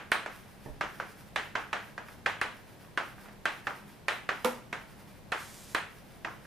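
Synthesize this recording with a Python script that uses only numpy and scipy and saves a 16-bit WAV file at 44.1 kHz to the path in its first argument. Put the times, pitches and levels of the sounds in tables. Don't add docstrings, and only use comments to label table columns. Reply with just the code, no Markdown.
import sys
import numpy as np
from scipy import signal
from scipy.fft import rfft, irfft
from scipy.io import wavfile
from scipy.ndimage import uniform_filter1d

SR = 44100
rng = np.random.default_rng(int(sys.argv[2]) if len(sys.argv) > 2 else 0)


def amplitude_ratio(level_db):
    exponent = np.asarray(level_db, float) / 20
    return 10 ** exponent


def store_wav(level_fs):
    pcm = np.round(np.clip(np.atleast_2d(level_fs), -1, 1) * 32767)
    wavfile.write(sys.argv[1], SR, pcm.T.astype(np.int16))


N = 285194
RING_LAG_S = 0.00115
USUAL_TAP_DB = -18


def tap(db, hz, click_db):
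    # (frequency over ring frequency [ratio], density [dB per Hz])
    blow_colour = [(.06, -30.5), (.13, -18.5), (.2, -11.5), (.4, -6.5), (.6, -3.5), (1.0, 3), (1.4, -3),
                   (2.0, -9.5), (2.6, -19), (4.0, -23.5), (8.0, -48)]
    # (frequency [Hz], level [dB])
    slate_modes = [(650, -19.5), (1640, -3), (2400, -8), (3100, -18.5)]
    # (frequency [Hz], density [dB per Hz])
    tick_colour = [(2500, -31), (4000, 19), (6000, -7), (8800, 9.5), (12000, 1), (16000, -9)]
    swing_t60_s, modes_t60_s, shiver_t60_s, grit_t60_s = 0.003, 0.014, 0.048, 0.0059
    bite_hz, bite_per_db = 3340, 0.5
    size = 2048
    harder_db = np.clip(db - USUAL_TAP_DB, -8, 8)
    thud_db = -7 - 0.27 * harder_db
    colour_hz = np.sqrt(hz * slate_modes[1][0])

    def blow_db(f):
        low = (thud_db + 13) * np.clip(1.5 - f / 600, 0, 1)
        bite = bite_per_db * harder_db / (1 + ((f - bite_hz) / 1100) ** 2)
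        return along(blow_colour, f / colour_hz) + low + bite

    blow = np.pad(causal(blow_db), (0, 1024))
    tick = amplitude_ratio(click_db) * np.pad(causal(lambda f: along(tick_colour, f)), (0, 1024))

    pulse = ring([(hz, 0, swing_t60_s)], size)
    swing = np.convolve(pulse, pulse)[:size]
    swing = swing / np.abs(swing).max()
    modes = [(f * (1 + 0.042 * rng.standard_normal()), g, modes_t60_s) for f, g in slate_modes]
    swing = swing - ring(modes, size) * (1 - np.exp(-np.arange(size) / 30))

    shiver = np.convolve(burst(shiver_t60_s), blow)[:size] * amplitude_ratio(-15.5)
    grit = np.convolve(burst(grit_t60_s), tick)[:size] * amplitude_ratio(-12)
    first = tick * amplitude_ratio(-1.5) + grit - amplitude_ratio(-8) * blow + shiver * amplitude_ratio(-16.5)
    late = np.pad(swing + shiver + grit * amplitude_ratio(-18), (int(RING_LAG_S * SR), 0))[:size]
    spread = blow + np.roll(tick, 200) * amplitude_ratio(-6.5)
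    return amplitude_ratio(db - 1.5) * (first + late), amplitude_ratio(db + 0.5) * spread


def strokes():
    # (start [s], length [s], hiss level [dB], up-and-down swings of the hand [count])
    letters = [(0.276, 0.18, -62.5, 1.1), (0.427, 0.34, -66, 2.3), (0.825, 0.22, -63.5, 0.69),
               (1.041, 0.25, -62.5, 2.44), (1.39, 0.12, -65, 1), (1.568, 0.12, -65, 1.3),
               (1.764, 0.17, -65.5, 1), (2.036, 0.16, -61.5, 1.2), (2.281, 0.059, -64, 1),
               (2.508, 0.41, -67, 3.2), (2.999, 0.34, -63.5, 2.3), (3.484, 0.23, -63.5, 1.67),
               (3.685, 0.32, -64, 2), (4.11, 0.1, -59, 1.2), (4.294, 0.3, -63, 1.53),
               (4.766, 0.43, -66, 4.6), (5.863, 0.37, -66.5, 2.16), (6.263, 0.32, -67.5, 2.5)]
    # (frequency [Hz], density [dB per Hz])
    dust_colour = [(300, -11), (1500, 5.5), (4000, -4), (5200, 0), (7300, -9.5), (9500, -1), (13000, -3.5),
                   (15500, -5)]
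    # (frequency [Hz], density [dB per Hz])
    line_colour = [(300, -8), (1500, 3.5), (3000, 2), (6000, 3), (9500, 1.5), (12500, -0.5), (15500, -10)]
    flicker_db, flicker_hz, slate_db = 1.3, 60, -4
    turn_share = 0.15
    t = np.arange(N) / SR
    grain_db = flicker_db * walk(flicker_hz) + 2.6 * rng.exponential(size=N)
    grains = rng.standard_normal((2, N)) * amplitude_ratio(grain_db)
    dust = level(shaped(grains[0], lambda f: amplitude_ratio(along(dust_colour, f))), 1.9)
    slate = shaped(grains[0], lambda f: 1 / np.hypot(1, (f - 1600) / 500) * np.clip(f / 900, 0, 1))
    hiss = dust + amplitude_ratio(slate_db) * level(slate, 0)
    direct = level(shaped(grains[1], lambda f: amplitude_ratio(along(line_colour, f))), 0) * long_line(t)
    for s, length, db, swings in letters:
        way = np.clip((t - s) / length, 0, 1)
        speed = np.abs(np.sin(np.pi * swings * way))
        pressure = np.sin(np.pi * way) ** 0.15 * (turn_share + (1 - turn_share) * speed)
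        direct = direct + pressure * amplitude_ratio(db) * hiss
    return direct * panned(-1.4) + amplitude_ratio(-10.0) * signal.fftconvolve(room(), direct[None])[:, :N]


def long_line(t):
    start_s, attack_s, hold_s, release_s = 5.32, 0.078, 0.32, 0.1
    line_db, edge_db, sag_db_per_s = -52.5, -14, -9
    t = t - start_s
    rise = t / attack_s
    fall = (attack_s + hold_s + release_s - t) / release_s
    share = np.clip(np.minimum(rise, fall), 0, 1)
    sag_db = sag_db_per_s * np.clip(t - attack_s, 0, 1)
    return (share > 0) * amplitude_ratio(line_db + edge_db * (1 - share) + sag_db)


def knock(out):
    # (time [s], wood level [dB], crack level [dB], rattle level [dB])
    drop = [(4.4452, -32, -20, -38.5)]
    # (frequency [Hz], level [dB], t60 [s])
    wood_modes = [(239, -0.5, 0.89), (388, -20, .3), (506, 11, 0.39), (660, -16, 0.2), (791, -13, 0.5),
                  (917, 24, 0.047), (1196, 3, 0.31), (1385, 6.5, 0.27), (2020, -11, 0.11), (2250, -3, 0.32),
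                  (3400, -24, 0.041)]
    # (frequency [Hz], level [dB], t60 [s])
    bench_modes = [(59.6, 11.5, 0.66), (136, -1, 0.19), (276, -4, 0.18), (433, 8.5, 0.023),
                   (603, -5, 0.065), (850, 3.5, 0.013), (1750, 1, 0.017)]
    # (frequency [Hz], density [dB per Hz])
    crack_colour = [(300, -8), (1500, 10.5), (4000, 0), (8000, -4), (12000, 1), (16000, -16)]
    # (frequency [Hz], density [dB per Hz])
    rattle_colour = [(90, -37), (220, 0), (500, -3), (1000, -13), (2000, -8), (5000, -26), (16000, -45)]
    bounce_s, thud_s, boom_s = 4.458, 0.661, 0.69
    bounce_db, thud_db, boom_db = -12, -45.5, -50.5
    s, wood_db, crack_db, rattle_db = drop[0]

    crack = causal(lambda f: along(crack_colour, f)) * amplitude_ratio(crack_db)
    struck = np.convolve(burst(0.0095, size=600), crack) / 2
    add(out, struck, s + 0.0017, pan_db=-8.5, wet_db=2.5, spread=np.pad(crack, (0, 600)))
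    bounce = np.convolve(burst(0.027, size=1500), crack) * amplitude_ratio(bounce_db) / 2
    add(out, bounce, bounce_s, pan_db=0.0, wet_db=-7)

    wood = ring([(hz, db, 0.28 * t60) for hz, db, t60 in wood_modes])
    wood = wood * (1 - np.exp(-np.arange(16384) / 130))
    shaking = burst(0.14, size=12000) * (1 - np.exp(-np.arange(12000) / 120))
    rattle = np.convolve(shaking, causal(lambda f: along(rattle_colour, f)))
    rattle = np.pad(rattle, (0, 16384 - len(rattle)))
    add(out, amplitude_ratio(wood_db) * wood + amplitude_ratio(rattle_db) * rattle, s, pan_db=-5.5, wet_db=-9)

    thud = np.convolve(ring(bench_modes[1:], size=8192), push(0.00021))
    add(out, amplitude_ratio(thud_db) * thud, thud_s, pan_db=-11.0, wet_db=-2.5)
    boom = np.convolve(ring(bench_modes[:1]), np.hanning(900) / 450)
    add(out, amplitude_ratio(boom_db) * boom, boom_s, pan_db=-21.0, wet_db=-4)
    return out


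def room(size=18000):
    # (delay [s], level [dB])
    reflections = [(.0052, -13.5), (0.028, -3), (.038, -2.5), (.047, -12.5), (0.084, -27.5)]
    # (band centre [Hz], t60 [s], level [dB])
    tail_bands = [(228, 0.67, -2), (467, 0.34, 5.5), (920, 0.36, 9), (1800, 0.44, 2), (3000, 0.42, 4),
                  (4440, 0.37, 4.5), (7050, 0.42, 4.5), (11900, 0.3, 4.5)]
    tail_db, likeness = -28.5, 0.62
    echo_jitter_s, echo_scatter_db = 0.00033, 3
    t, hz = np.arange(size) / SR, np.arange(size // 2 + 1) * SR / size
    mid, side = rfft(rng.standard_normal((2, size)))
    mid = mid * np.sqrt((1 + likeness) / 2)
    side = side * np.sqrt((1 - likeness) / 2)
    centres, t60, db = np.transpose(tail_bands)
    shares = np.array([along(list(zip(centres, one)), hz) for one in np.eye(len(centres))])
    fades = amplitude_ratio(tail_db + db[:, None] - 60 * t / t60[:, None]) * (1 - np.exp(-t / 0.00076))
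    tail = np.array([(irfft(shares * ear, size) * fades).sum(axis=0) for ear in (mid + side, mid - side)])
    for s, echo_db in reflections:
        i = int((s + echo_jitter_s * rng.standard_normal()) * SR)
        tail[:, i:i + 199] += push(0.00047) * amplitude_ratio(echo_db + echo_scatter_db * rng.standard_normal((2, 1)))
    return tail


def add(out, sound, s, pan_db=-1.5, wet_db=0., spread=None):
    source = sound if spread is None else spread
    heard = signal.fftconvolve(room() * amplitude_ratio(wet_db) * panned(-0.3), source[None])
    heard[:, :len(sound)] += sound * panned(pan_db)
    i = int(s * SR)
    heard = heard[:, max(-i, 0):N - i]
    out[:, max(i, 0):max(i, 0) + heard.shape[1]] += heard


def air():
    # (frequency [Hz], density [dB per Hz])
    air_colour = [(12, -44), (20, 6.5), (70, -6.5), (120, -0.5), (193, 2), (255, -1), (897, -6),
                  (1220, -12.5), (1760, -12.5), (7110, -25.5), (13200, -24), (14700, -29), (16000, -66)]
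    # (frequency [Hz], left-right correlation [-1 to 1])
    air_likeness = [(30, -0.11), (60, 0.063), (130, 0.65), (1500, 0.4), (4000, 0.55), (10000, -0.087)]
    # (frequency [Hz], width [Hz], level [dB])
    fan_hums = [(55.6, 9.9, -70), (94.5, 2.9, -71), (129.8, 65, -65.5), (205.1, 5.3, -68.5)]
    noise = pair(N, lambda f: along(air_likeness, f))
    bed = level(shaped(noise, lambda f: amplitude_ratio(along(air_colour, f))), -54.5)
    for hz, width_hz, db in fan_hums:
        hum = shaped(noise, lambda f: 1 / (1 + (2 * (f - hz) / width_hz) ** 2))
        bed = bed + level(hum, db) * amplitude_ratio(1.4 * walk(8.1))
    return bed


def along(table, hz):
    x, y = np.transpose(table)
    return np.interp(np.log(hz + 0.0013), np.log(x), y)


def shaped(x, gain):
    n = x.shape[-1]
    return irfft(rfft(x) * gain(np.arange(n // 2 + 1) * SR / n), n)


def causal(db_at, size=1024):
    c = irfft(db_at(np.arange(size // 2 + 1) * SR / size) * np.log(10) / 20, size)
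    c[1:size // 2] *= 2
    c[size // 2 + 1:] = 0
    response = irfft(np.exp(rfft(c)), size)
    return response / np.abs(response).max()


def level(x, db):
    return x * amplitude_ratio(db) / np.sqrt(np.mean(x ** 2))


def panned(db):
    return amplitude_ratio(np.array([[db], [-db]]) / 2)


def pair(size, likeness):
    mid, side = rng.standard_normal((2, size))
    mid = shaped(mid, lambda hz: np.sqrt((1 + np.clip(likeness(hz), -1, 1)) / 2))
    side = shaped(side, lambda hz: np.sqrt((1 - np.clip(likeness(hz), -1, 1)) / 2))
    return np.array([mid + side, mid - side])


def walk(rate):
    k = int(SR / rate)
    steps = np.repeat(rng.standard_normal(N // k + 1), k)
    return 1.3 * uniform_filter1d(uniform_filter1d(steps, k), k)[:N]


def ring(modes, size=16384):
    t = np.arange(size) / SR
    return sum(amplitude_ratio(db - 60 * t / t60) * np.sin(2 * np.pi * hz * t) for hz, db, t60 in modes)


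def burst(t60, size=2048):
    return rng.standard_normal(size) * amplitude_ratio(-60 * np.arange(size) / SR / t60)


def push(seconds):
    force = np.sin(np.pi * np.clip(np.arange(1, 200) / SR / seconds, 0, 1))
    return force / force.sum()


def scene():
    # (main swing [s], level [dB], ring [Hz], click level [dB])
    landings = [(0.1194, -12.5, 1680, -7.5), (0.2622, -26.5, 1720, -21), (0.8117, -18, 1540, -19),
                (1.0009, -25, 1463, -28), (1.3613, -16, 2000, -15), (1.5546, -17.5, 1500, -23),
                (1.731, -17.5, 1640, -17.5), (1.98, -28.5, 1570, -24), (2.2619, -14.5, 1750, -17.5),
                (2.4156, -16.5, 1770, -11.5), (2.9763, -17.5, 1460, -16.5), (3.4563, -15.5, 1750, -15),
                (3.6709, -21, 1420, -21), (4.0839, -14.5, 1970, -12), (4.2917, -17, 1610, -19),
                (4.7292, -22.5, 1840, -15), (5.3215, -16.5, 1580, -14), (5.7493, -15, 1750, -9),
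                (6.2488, -23, 1380, -29)]
    # (time [s], level [dB])
    skips = [(2.085, -39), (2.848, -47.5), (3.183, -44.5), (3.2, -53), (3.259, -41.5), (3.286, -42),
             (6.452, -44.5)]
    earlier = [(-0.07, -19.5)]
    out = strokes() + air()
    for s, db, hz, click_db in landings + [(s, db, 1600, -22) for s, db in earlier + skips]:
        sound, blow = tap(db, hz, click_db)
        start = s - RING_LAG_S - 1 / hz
        add(out, sound, start, pan_db=-3, wet_db=-0.1, spread=blow)
    return knock(out)


def band_limit(x):
    return signal.sosfilt(signal.butter(12, 16460, fs=SR, output="sos"), x)


def record(dry):
    low_hz, top_hz, top_db = 23, 15250, -31

    def response(f):
        return np.clip(f / low_hz, 0, 1) * amplitude_ratio(top_db * np.clip((f - top_hz) / 150, 0, 1))

    return band_limit(shaped(dry, response))


dry = scene()
out = record(dry)
store_wav(out)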